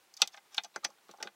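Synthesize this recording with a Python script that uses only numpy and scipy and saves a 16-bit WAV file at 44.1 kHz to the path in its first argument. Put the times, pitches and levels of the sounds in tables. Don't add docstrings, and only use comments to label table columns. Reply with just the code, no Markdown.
import sys
import numpy as np
from scipy import signal
from scipy.fft import rfft, irfft
from scipy.io import wavfile
from scipy.ndimage import uniform_filter1d

SR = 44100
rng = np.random.default_rng(int(sys.argv[2]) if len(sys.argv) > 2 else 0)


def gain_from_db(level_db):
    decades = np.asarray(level_db, float) / 20
    return 10 ** decades


def int16_out(signal):
    q = np.round(np.clip(np.atleast_2d(signal).T, -1, 1) * 32767)
    wavfile.write(sys.argv[1], SR, q.astype(np.int16))


N = 59535
RING = 6000


def unit(x):
    return x / np.sqrt(np.mean(x ** 2))


def fade(t60):
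    return np.exp(-np.log(1000) * np.arange(RING) / SR / t60)


def add(out, s, x):
    i = int(s * SR)
    out[i:i + len(x)] += x[:N - i]


# f/Hz, level/dB (per Hz)
HISS_COLOUR = [(18, -45), (30, -22.5), (81, -17.5), (381, -3.5), (677, -6), (793, 0.5), (904, -2.5),
               (4470, -9.5), (15700, -17.5)]
HISS_DB, HISS_WANDER_DB = -67.5, 0.6


def hiss():
    hz = np.maximum(np.fft.rfftfreq(N, 1 / SR), 1)
    colour_hz, colour_db = np.array(HISS_COLOUR).T
    colour = gain_from_db(np.interp(np.log(hz), np.log(colour_hz), colour_db))
    slow = uniform_filter1d(rng.standard_normal(N), size=2000)
    wander = unit(uniform_filter1d(slow, size=2000))
    noise = unit(irfft(rfft(rng.standard_normal(N)) * colour, N))
    return noise * gain_from_db(HISS_DB + HISS_WANDER_DB * wander)


CABIN_DB, CABIN_T60_S, CABIN_HZ = -12, 0.061, 3700


def cabin_tail(dry):
    noise = signal.lfilter(*signal.butter(1, CABIN_HZ, fs=SR), rng.standard_normal(RING))
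    tail = noise * fade(CABIN_T60_S)
    late = np.arange(RING) > 60
    tail = tail * late / np.sqrt(np.sum(tail ** 2))
    return gain_from_db(CABIN_DB) * signal.fftconvolve(dry, tail)[:N]


CROWD_DB, CROWD_SPREAD, CROWD_HZ, CROWD_DAMP = -10, .06, 60, .7
RISE_CYCLES = 1.2


def mode_bank(modes, count=9):
    hz, db, t60 = np.repeat(np.array(modes), count, axis=0).T[:, :, None]
    half = count // 2
    place = (np.arange(len(hz)) % count - half)[:, None]
    near = place != 0
    t = np.arange(RING) / SR
    offset = (place + rng.uniform(-.5, .5, hz.shape)) / half
    hz = hz + near * (CROWD_SPREAD * hz + CROWD_HZ) * offset
    rise = 1 - np.exp(-t * hz / RISE_CYCLES)
    shape = fade(t60 * np.where(near, CROWD_DAMP, 1)) * rise
    sines = np.sin(2 * np.pi * np.minimum(hz, .45 * SR) * t)
    return hz[:, 0], gain_from_db(db + near * CROWD_DB) * sines * shape


SPOT_DB = 1.5


def ring(bank, tilt_db=0):
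    hz, sines = bank
    spot, sign = rng.standard_normal((2, len(hz)))
    levels = gain_from_db(SPOT_DB * spot + tilt_db * np.log2(hz)) * np.sign(sign)
    return unit(levels @ sines) * np.sqrt(SR / 200 / RING)


REBOUND = .3


def chatter(length_ms):
    ms = np.arange(1200) * 1000 / SR
    rebounds = rng.standard_normal(len(ms)) * (rng.random(len(ms)) < .1)
    clicks = REBOUND * rebounds / np.sqrt(1 + length_ms)
    clicks[0] = 1
    push = clicks * np.exp(-(ms / max(length_ms, .05)) ** 2)
    return push / np.sqrt(np.sum(push ** 2))


# f/Hz, level/dB, t60/s
PANEL_MODES = [(140, -17, .1), (205, -10, .09), (270, -12, .08), (345, -4, .08), (460, -4, .07),
               (556, 0, .07)]
# t/s, level/dB, push/ms
PANEL_THUDS = [(.218, -44.5, 5.5), (.375, -67, 5.3), (.58, -51, 4.5), (.645, -58, 13), (.76, -43.5, 1.7),
               (0.847, -43, 6.8), (0.887, -59, 6.3), (1.09, -49.5, 13), (1.139, -59, 4.2), (1.185, -64, 8),
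               (1.202, -48.5, 9.5), (1.229, -46.5, 23), (1.252, -48.5, 7), (1.271, -55, 8.2)]


def thuds():
    out, bank = np.zeros(N), mode_bank(PANEL_MODES)
    for s, db, push_ms in PANEL_THUDS:
        add(out, s, gain_from_db(db) * signal.fftconvolve(chatter(push_ms), ring(bank)))
    return out


# f/Hz, level/dB, t60/s
JAW_MODES = [(4566, -1, .028), (4899, -4, .028), (5110, -4, .028), (5374, -1, .03), (5770, -6, .03),
             (5992, -2, .042), (6318, -3, .028), (6750, -6, .026), (7300, -7, .024), (7900, -9, .022),
             (8800, -15, .018), (10000, -20, .018), (11800, -25, .018), (14000, -30, .016)]
# f/Hz, level/dB, t60/s
BRACKET_MODES = [(1598, -10, .04), (1810, -15, .04), (2049, -12, .045), (2190, -18, .04), (2460, -5, .045),
                 (2720, -22, .04), (2986, -5, .04), (3290, -2, .035), (3560, 0, .03), (3680, -2, .03),
                 (3941, -4, .03), (4102, -1, .03), (4300, -5, .03)]
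# f/Hz, level/dB, t60/s
TRIM_MODES = [(620, -11, .05), (700, -7, .05), (792, 0, .065), (900, -10, .045), (1060, -5, .05),
              (1190, -4, .04), (1250, -3, .04), (1370, -10, .035), (1500, -13, .035)]


def struck_parts():
    return [mode_bank(modes) for modes in (JAW_MODES, BRACKET_MODES, TRIM_MODES)]


CRACK_T60_S, CRACK_LOW_HZ, CRACK_TOP_HZ = 0.021, 5540, 12000


def contact(banks, push, jaws_db, bracket_db, trim_db, tilt_db, crack_db):
    band = signal.butter(1, [CRACK_LOW_HZ, CRACK_TOP_HZ], "band", fs=SR, output="sos")
    crack = signal.sosfilt(band, rng.standard_normal(RING)) * fade(CRACK_T60_S)
    jaws = gain_from_db(jaws_db) * (ring(banks[0]) + gain_from_db(crack_db) * crack)
    bracket = gain_from_db(bracket_db) * ring(banks[1], tilt_db)
    trim = gain_from_db(trim_db) * ring(banks[2])
    return signal.fftconvolve(push, jaws + bracket + trim)


# t/s, length/s, jaws level/dB, bracket level/dB, trim level/dB
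JAW_SCRAPES = [(0.179, 0.085, -56, -56.5, -58), (0.315, 0.04, -61.5, -63.5, -68),
               (0.36, 0.012, -60, -90, -61), (.50, 0.12, -61.5, -62, -67.5),
               (0.631, 0.029, -54.5, -55.5, -51.5), (0.736, 0.031, -71, -59.5, -57),
               (0.825, 0.024, -67, -58.5, -53), (0.862, 0.085, -82, -78.5, -71),
               (1.084, 0.047, -76.5, -62, -74), (1.197, 0.024, -66, -60, -50.5),
               (1.232, 0.041, -64, -61.5, -53.5)]
CLICKS_PER_S, CLICK_SPREAD_DB = 2500, 2


def scrapes(banks):
    out = np.zeros(N)
    for s, length, jaws_db, bracket_db, trim_db in JAW_SCRAPES:
        u = np.arange(4410) / SR / length
        slips = rng.random(len(u)) < CLICKS_PER_S / SR
        sizes = gain_from_db(CLICK_SPREAD_DB * rng.exponential(size=len(u)))
        clicks = slips * sizes * rng.choice([-1, 1], len(u))
        swell = np.sin(np.pi * np.clip(u, 0, 1) ** 1.1) ** 0.78
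        push = unit(clicks) * swell * np.sqrt(200 / SR)
        add(out, s, contact(banks, push, jaws_db, bracket_db, trim_db, tilt_db=-7, crack_db=-12))
    return out


# t/s, jaws level/dB, bracket level/dB, trim level/dB, chatter/ms
JAW_TICKS = [(.1392, -52, -91, -97, .6), (0.1672, -50.5, -70, -92, 1.1), (0.1724, -50.5, -57.5, -87, 0.53),
             (0.201, -63.5, -62, -51.5, 0.75), (0.2745, -40.5, -46, -60.5, 0.31),
             (0.5453, -44, -48, -59, 1.1), (0.5686, -51.5, -82, -89, .6), (0.575, -54, -49, -53, 0.71),
             (0.6359, -47.5, -53, -70, 0.36), (0.6456, -49.5, -51, -63, 4.5), (.9025, -63, -75, -58, 4.4),
             (1.084, -69, -68, -71, 1.3), (1.112, -54, -61.5, -63, 0.93), (1.1735, -65, -78, -76, 0.66)]


def ticks(banks):
    out = np.zeros(N)
    for s, jaws_db, bracket_db, trim_db, chatter_ms in JAW_TICKS:
        push = chatter(chatter_ms)
        add(out, s, contact(banks, push, jaws_db, bracket_db, trim_db, tilt_db=0, crack_db=0.5))
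    return out


# t/s, jaws level/dB, bracket level/dB, trim level/dB, hardness/(dB per octave)
JAW_KNOCKS = [(0.218, -19.5, -15.5, -28, 7.5), (0.2277, -44, -39, -55, -3), (0.3428, -63, -48, -51, -21.5),
              (0.374, -65, -50.5, -59, -14.5), (.379, -65, -55, -56, -15),
              (0.5798, -41.5, -24, -34.5, -5.5), (0.76, -41, -39, -36, -20.5),
              (0.8432, -43.5, -52.5, -45.5, 15), (0.8451, -37, -50.5, -44, 0),
              (0.8471, -29, -30, -42.5, -10.5), (0.8498, -41.5, -40, -43, -9),
              (.984, -89, -67, -66.5, -10.5), (1.091, -68, -61.5, -53, -17),
              (1.1375, -73, -70.5, -53.5, 0.5), (1.184, -79, -70, -57, -6), (1.2026, -71, -54.5, -59, -18),
              (1.2264, -35, -36.5, -43.5, -8), (1.2725, -58, -41, -49, -14)]


def knocks(banks):
    out = np.zeros(N)
    for s, jaws_db, bracket_db, trim_db, tilt_db in JAW_KNOCKS:
        push = chatter(2.2)
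        add(out, s, contact(banks, push, jaws_db, bracket_db, trim_db, tilt_db, crack_db=-8))
    return out


BASS_HZ = 156.6


def scene():
    banks = struck_parts()
    dry = ticks(banks) + knocks(banks) + scrapes(banks) + thuds()
    dry = signal.sosfilt(signal.butter(3, BASS_HZ, "high", fs=SR, output="sos"), dry)
    return (dry + cabin_tail(dry) + hiss())[None]


TOP_HZ = 15800


def top_cut(x):
    return signal.sosfilt(signal.butter(12, 16610, fs=SR, output="sos"), x)


def record(dry):
    low_pass = signal.ellip(8, .2, 60, TOP_HZ, fs=SR, output="sos")
    return top_cut(signal.sosfilt(low_pass, dry))


dry = scene()
out = record(dry)
int16_out(out)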